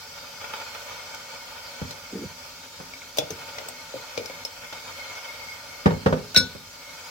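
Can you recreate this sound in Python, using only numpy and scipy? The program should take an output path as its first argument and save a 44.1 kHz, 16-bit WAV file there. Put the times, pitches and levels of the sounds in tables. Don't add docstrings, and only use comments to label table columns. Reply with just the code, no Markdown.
import sys
import numpy as np
from scipy import signal
from scipy.fft import rfft, irfft, next_fast_len
from scipy.io import wavfile
from scipy.ndimage import uniform_filter1d, map_coordinates

SR = 44100
rng = np.random.default_rng(int(sys.argv[2]) if len(sys.argv) > 2 else 0)


def pcm_store(signal):
    levels = np.round(np.clip(np.atleast_2d(signal), -1, 1) * 32767)
    wavfile.write(sys.argv[1], SR, levels.astype(np.int16).T)


N = 313342
TIME = np.arange(N) / SR
AGE = np.arange(SR * 3 // 4) / SR
EARS = np.array([[0.5], [-0.5]])


def amp(db):
    return 10 ** (np.asarray(db) / 20)


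def unit(x):
    return x / np.sqrt(np.mean(x ** 2) + 1e-20)


def peaked(x, db):
    return amp(db) * x / np.abs(x).max()


def along(points, hz):
    f, v = np.transpose(points)
    return np.interp(np.log(hz + 1), np.log(f + 1), v)


def wobble(rate):
    knots = rng.standard_normal(int(N * rate / SR) + 4)
    return map_coordinates(knots, [np.arange(N) * rate / SR])


def held(rows, attack_s, release_s):
    gain = np.zeros(N)
    for s, hold_s, db in rows:
        rise = np.minimum(TIME - s, 0) / attack_s
        fall = np.maximum(TIME - s - hold_s, 0) / release_s
        gain += amp(db) * np.exp(rise - fall)
    return gain


def filtered(x, response):
    n = x.shape[-1]
    m = next_fast_len(n + 8192)
    return irfft(rfft(x, m) * response(np.fft.rfftfreq(m, 1 / SR)), m)[..., :n]


def humps(peaks, hz):
    power = 0
    for center, width, db in peaks:
        damping = (hz * width) ** 2
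        power = power + amp(db) ** 2 * damping / ((center ** 2 - hz ** 2) ** 2 + damping)
    return power


def noise(gain, size):
    # frequency in Hz, coherence.
    alike = [(100, .97), (400, 0.96), (750, 0.42), (2000, 0.39), (3300, 0.063), (15000, 0.037)]

    def mid_side(hz):
        turn = np.arccos(np.clip(along(alike, hz), -1, 1)) / 2
        return gain(hz) * np.array([np.cos(turn), np.sin(turn)])

    mid, side = filtered(rng.standard_normal((2, size)), mid_side)
    return unit(np.array([mid + side, mid - side]))


def fade(t60):
    return amp(-60 * AGE / max(t60, 1e-3))


def swell(rise):
    return 1 - np.exp(-(AGE / rise) ** 2)


def burst(spectrum, t60):
    return noise(lambda hz: amp(along(spectrum, hz)), size=len(AGE)) * fade(t60)


def ring(modes, spread):
    total = np.zeros((2, len(AGE)))
    for hz, db, t60 in modes:
        size_db, skew = rng.standard_normal(2)
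        swing = np.sin(2 * np.pi * hz * AGE + spread * skew * EARS)
        total += amp(db + size_db) * fade(t60) * swing
    return total


def softened(x, cut_hz):
    lowpass = signal.butter(2, min(cut_hz, SR * 0.45), fs=SR, output="sos")
    return signal.sosfilt(lowpass, x)


def placed(x, lead_ms, pan_db):
    shifted = filtered(x, lambda hz: np.exp(2j * np.pi * hz * EARS * lead_ms / 1000))
    return amp(pan_db * EARS) * shifted


def in_kitchen(x, wet_db):
    # frequency in Hz, t60 in seconds.
    kitchen = [(100, 0.43), (400, 0.38), (2000, 0.21), (6000, 0.11), (15000, 0.058)]
    hz, t, z = signal.stft(noise(np.ones_like, size=len(AGE)), SR, nperseg=256)
    decay = amp(-60 * t / along(kitchen, hz)[:, None])
    tail = signal.istft(z * decay, SR, nperseg=256)[1][:, :len(AGE)]
    tail = tail * (1 - fade(0.02))
    answer = signal.fftconvolve(x, tail / np.linalg.norm(tail[0]), axes=1)[:, :len(AGE)]
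    return x + amp(wet_db) * answer


def add(track, s, x):
    start = round(s * SR)
    track[:, start:start + x.shape[1]] += x[:, :N - start]


def bounces(s, flight_s, loss_db, count=3):
    shrink = 0.65
    contacts = []
    for k in range(count):
        flown_s = flight_s * sum(shrink ** j for j in range(k))
        contacts.append((s + flown_s, amp(-loss_db * k)))
    return contacts


def patchy(x, depth_db):
    z = signal.stft(x, nperseg=1024)[2]
    field = rng.standard_normal(z.shape[1:])
    field = uniform_filter1d(field, size=4, axis=0)
    field = uniform_filter1d(field, size=9, axis=1)
    return unit(signal.istft(z * amp(depth_db * unit(field)), nperseg=1024)[1][:, :N])


def sputter():
    # start in seconds, jump in dB.
    puffs = [(.177, 5), (.413, 9.5), (0.442, 10.5), (.495, 5.5), (.537, 13), (0.561, 4), (.6, 6),
             (0.747, 8.5), (1.14, 4.5), (4.726, 10), (4.876, 6)]
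    puff_s = 0.015
    small_per_s, small_db = 5.4, 3
    chance = rng.random((round(small_per_s * N / SR), 2))
    small = [(when * N / SR, small_db * size) for when, size in chance]
    swings_db = 1.4 * wobble(40)
    for s, db in [*puffs, *small]:
        swings_db += db * (TIME > s) * np.exp(-np.abs(TIME - s) / puff_s)
    return swings_db


def burner():
    # frequency in Hz, width in Hz, relative level in dB.
    gap = [(524, 108, -3.5), (572, 29, 0.5), (733, 26, -4.5), (897, 46, 2.5), (984, 19, -3),
           (1223, 65, -2.5), (1401, 60, 0.5), (1490, 23, 1), (1840, 55, -16), (1880, 47, -8.5),
           (2278, 70, -1.5), (2524, 95, -4.5), (3093, 97, -4.5), (3430, 110, -4.5)]
    # frequency in Hz, width in Hz, relative level in dB.
    tube = [(2740, 110, -6.5), (3090, 42, -1), (3210, 81, -9), (3240, 48, -9.5), (3717, 20, 3.5),
            (4182, 113, 0), (4372, 29, 3), (4680, 39, 2), (4953, 64, 3.5), (5300, 42, 0), (5810, 61, -1),
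            (6040, 65, -2), (6420, 120, -8.5), (6780, 98, -4.5), (7230, 94, -6.5), (7970, 200, -12.5)]
    # frequency in Hz, relative level in dB per Hz.
    jet_spectrum = [(250, -46), (600, -46), (1500, -8), (3000, -16.5), (5200, -5.5), (6500, -11.5),
                    (8200, -14), (9300, -22), (10500, -16), (13000, -15.5), (16000, -16)]
    # frequency in Hz, relative level in dB per Hz.
    rumble_spectrum = [(20, -22), (45, 6.5), (62, -6.5), (95, 6.5), (130, -6), (165, 1.5), (205, -10),
                       (255, 3), (330, -12), (430, -7.5), (700, -50), (2000, -60)]
    # time in seconds, strength in dB.
    flame_strength = [(0.0, -47), (0.28, -48), (0.69, -44), (0.95, -43), (1.07, -45), (3.07, -51),
                      (3.38, -45.5), (3.9, -48.5), (4.1, -45.5), (4.53, -48), (5.14, -44), (5.88, -49.5),
                      (6.05, -50), (6.13, -51.5), (6.69, -52), (7.11, -46.5)]
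    # time of full level in seconds, hold in seconds, level in dB.
    swells = [(3.7, 0.11, -60), (4.1, 0.34, -53.5), (4.64, 0.11, -47), (5.0, 0.57, -48), (5.7, 0.24, -52),
              (6.8, 0.1, -57)]
    usual_db = -47.5
    flame_db, jet_db, singing_db, rumble_db = -44.5, -43.5, -55.5, -56.5
    jet_follows, singing_follows = 0.34, 0.93

    def jet_gain(hz):
        return np.sqrt(amp(along(jet_spectrum, hz)) ** 2 + humps(tube, hz))

    def flame_gain(hz):
        treble_loss = 1 + (hz / 3800) ** 6
        bass_loss = 1 + (430 / (hz + 1)) ** 6
        return np.sqrt(humps(gap, hz) / treble_loss / bass_loss)

    strength_db = np.interp(TIME, *np.transpose(flame_strength)) - usual_db
    jet = patchy(noise(jet_gain, size=N), depth_db=2.44)
    flame = noise(flame_gain, size=N)
    singing = noise(lambda hz: humps([(2172, 63, 0)], hz), size=N)
    rumble = noise(lambda hz: amp(along(rumble_spectrum, hz)), size=N)
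    flutter_db = sputter()

    jet_gains = amp(jet_db + jet_follows * strength_db + 0.15 * flutter_db)
    flame_gains = amp(flame_db + strength_db + flutter_db)
    song = amp(singing_db + singing_follows * strength_db) + held(swells, attack_s=0.017, release_s=0.031)
    song_gains = song * amp(2 * wobble(14))
    rumble_gains = amp(rumble_db + 0.5 * flutter_db + wobble(5.72))
    return jet_gains * jet + flame_gains * flame + song_gains * singing + rumble_gains * rumble


def lids():
    # start in seconds, snap peak in dB, ping level in dB, ping in Hz.
    clicks = [(1.146, -27, -32, 5840), (1.908, -23, -31, 4160), (2.936, -36.5, -29, 2250),
              (3.018, -56, -31, 2200), (3.172, -17.5, -39, 5250), (3.1843, -8.5, -22, 5760),
              (3.186, -19.5, -13.5, 3480), (3.305, -24, -23.5, 6170), (3.584, -20, -30, 2040),
              (3.6856, -23, -26.5, 8100), (4.176, -14.5, -21.5, 2360), (4.258, -24, -25, 5250),
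              (4.298, -30.5, -31, 2220), (4.45, -22, -17, 5290), (4.727, -26, -33, 2120),
              (6.345, -16.5, -36, 4080)]
    # frequency in Hz, relative level in dB per Hz.
    click_spectrum = [(200, -21), (600, 4), (1700, -19), (2400, -5), (3500, -6), (5500, -2), (7000, -7.5),
                      (9300, -14.5), (12000, -9), (16000, -4)]
    reach = 2.3
    track = np.zeros((2, N))
    for s, snap_db, ping_db, ping_hz in clicks:
        snap = burst(click_spectrum, t60=0.038) * swell(0.00034)
        snap = peaked(softened(snap, reach * ping_hz), snap_db)
        ping = amp(ping_db) * ring([(ping_hz, 0, 0.03)], spread=0.36) * swell(0.00083)
        click = placed(snap + ping, lead_ms=0.34, pan_db=3)
        add(track, s, in_kitchen(click, wet_db=-9.5))
    return track


def worktop():
    # start in seconds, boom peak in dB,
    # rattle peak in dB, contact cut-off of the boom in Hz, first bounce in seconds, loss per bounce in dB.
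    thumps = [(1.814, -22.5, -28.5, 250, .028, 17), (2.248, -30, -56, 180, 0.016, 20),
              (2.798, -35.5, -30, 397, 0.019, 21), (3.228, -37, -56, 150, 0.0216, 16),
              (3.312, -35, -50, 200, 0.0217, 9), (5.857, -3.5, -6.5, 910, 0.048, 11),
              (6.059, -6, -5, 1390, .022, 17), (6.124, -11.5, -14, 1380, .046, 13),
              (6.366, -16.5, -24, 504, 0.035, 6.5), (6.549, -33.5, -36.5, 393, .02, 33)]
    # frequency in Hz, relative level in dB, t60 in seconds.
    board_modes = [(85, -10, 0.11), (98, -8.5, 0.23), (110.4, -24, 0.37), (163.7, -6, 0.16),
                   (188.5, 6, 0.055), (205.5, -13, 0.074), (249.6, -9, 0.21), (417, -22.5, 0.49),
                   (453, -2, 0.058), (519, 5, 0.047), (575, -23.5, 0.14), (843, -18, 0.13),
                   (930, -0.5, 0.04), (1180, -9, 0.059), (1500, -1.5, 0.045), (2030, -15, 0.044),
                   (2375, -17, 0.065)]
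    # frequency in Hz, relative level in dB per Hz.
    rattle_spectrum = [(50, -43), (100, -30), (220, -30), (330, -7), (480, 12), (700, 0), (950, -6),
                       (1250, -5.5), (1700, -8.5), (2700, -18), (4500, -22.5), (9000, -38), (16000, -50)]
    track = np.zeros((2, N))
    for start, boom_db, rattle_db, cut_hz, flight_s, loss_db in thumps:
        for s, gain in bounces(start, flight_s, loss_db):
            boom = softened(ring(board_modes, spread=0.43) * swell(0.0035), cut_hz)
            rattle = burst(rattle_spectrum, t60=0.097) + 0.22 * burst(rattle_spectrum, t60=0.11)
            rattle = rattle * swell(0.002)
            blow = peaked(boom, boom_db) + peaked(rattle, rattle_db)
            blow = placed(blow, lead_ms=0.27, pan_db=-1.0)
            add(track, s, gain * in_kitchen(blow, wet_db=-14))
    return track


def jar():
    # time of full level in seconds, hold in seconds, level in dB.
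    tugs = [(2.135, 0.047, -34.5), (2.22, 0.02, -34.5)]
    # frequency in Hz, relative level in dB per Hz.
    scrape_spectrum = [(60, -18), (150, -1), (250, 4.5), (340, -1), (440, -0.5), (600, -19), (1200, -44)]
    scrape = noise(lambda hz: amp(along(scrape_spectrum, hz)), size=N)
    judder = amp(2.3 * wobble(70))
    return held(tugs, attack_s=0.0096, release_s=0.014) * judder * scrape


def containers():
    # start in seconds, peak in dB, pitch in Hz,
    # first bounce in seconds, loss per bounce in dB.
    knocks = [(3.184, -13, 588, 0.036, 16.5), (3.303, -27.5, 447, 0.026, 16), (3.581, -33, 568, 0.02, 2),
              (3.662, -37, 463, .059, 15), (3.94, -23.5, 540, 0.015, 6), (4.176, -20, 474, 0.02, 7),
              (4.297, -32, 535, .02, 14)]
    # multiple of its pitch, relative level in dB, t60 in seconds.
    hollow = [(1, 2, 0.047), (1.17, -27, 0.039), (.82, -19, 0.26), (.5, -13.5, 0.079), (.23, -20, 0.13)]
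    track = np.zeros((2, N))
    for start, db, pitch_hz, flight_s, loss_db in knocks:
        modes = [(pitch_hz * ratio, level, t60) for ratio, level, t60 in hollow]
        for s, gain in bounces(start, flight_s, loss_db):
            knock = peaked(ring(modes, spread=0.87) * swell(0.0018), db)
            knock = placed(knock, lead_ms=0.27, pan_db=0.5)
            add(track, s, gain * in_kitchen(knock, wet_db=-13.5))
    return track


def dish():
    # start in seconds, drive of the ring in dB,
    # drive of the clatter in dB, contact cut-off in Hz.
    clinks = [(6.347, -16.5, -29, 1580), (6.355, -45, -17, 4460), (6.3613, -21, -6, 16000),
              (6.372, -17, -17.5, 12000)]
    # frequency in Hz, relative level in dB, t60 in seconds.
    dish_modes = [(1483, -6, 0.31), (2310, -11.5, 0.12), (2690, -13, 0.089), (3530, -16.5, 0.31),
                  (3800, -18, 0.15), (3930, -1.5, 0.11), (3950, -9.5, 0.28), (3990, -12, 0.17),
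                  (4190, -11, 0.2), (4330, -11, 0.23), (4500, -18, .08), (5386, 4.5, 0.15),
                  (5420, -5, 0.15), (5688, -17, .15), (6200, -15, 0.15), (6480, -19, 0.2), (6800, -19, .14),
                  (7700, -13, 0.089), (8260, -3.5, 0.12), (8700, -16, 0.13), (10460, -18, 0.13),
                  (11570, -20, 0.1), (12200, -14, 0.16), (13630, -14, 0.11), (14500, -14, 0.11),
                  (15500, -18, .1)]
    # frequency in Hz, relative level in dB per Hz.
    clatter_spectrum = [(300, -30), (1800, -9.5), (2400, -3.5), (3200, -14), (3900, 12), (4300, 4),
                        (4900, -12.5), (6200, -7.5), (7300, -24), (8300, -18), (9300, -29), (12500, -14.5),
                        (16000, -23)]
    start = clinks[0][0]
    modes_hz, modes_db, t60 = np.transpose(dish_modes)[:, :, None]
    swing = np.zeros((len(dish_modes), len(AGE)))
    clatter = np.zeros((2, N))
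    for s, ring_db, clatter_db, cut_hz in clinks:
        since = np.maximum(AGE - (s - start), 0)
        reach = 1 / np.sqrt(1 + (modes_hz / cut_hz) ** 4)
        onset = 1 - np.exp(-since / 0.00067)
        swing += amp(ring_db + modes_db - 60 * since / t60) * reach * onset
        hit = softened(burst(clatter_spectrum, t60=0.068) * swell(0.0012), cut_hz)
        add(clatter, s, in_kitchen(amp(clatter_db) * hit, wet_db=-14.0))
    skew = rng.standard_normal((len(dish_modes), 1)) * np.array([[[0.4]], [[-0.4]]])
    clink = (swing * np.sin(2 * np.pi * modes_hz * AGE + skew)).sum(axis=1)
    ringing = np.zeros((2, N))
    add(ringing, start, in_kitchen(clink, wet_db=-18))
    return clatter + placed(ringing, lead_ms=0.04, pan_db=3.5)


def scene():
    return burner() + lids() + worktop() + jar() + containers() + dish()


def record(dry):
    highpass = signal.butter(3, 48, "high", fs=SR, output="sos")
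    return filtered(signal.sosfilt(highpass, dry), lambda hz: hz < 16050)


dry = scene()
out = record(dry)
pcm_store(out)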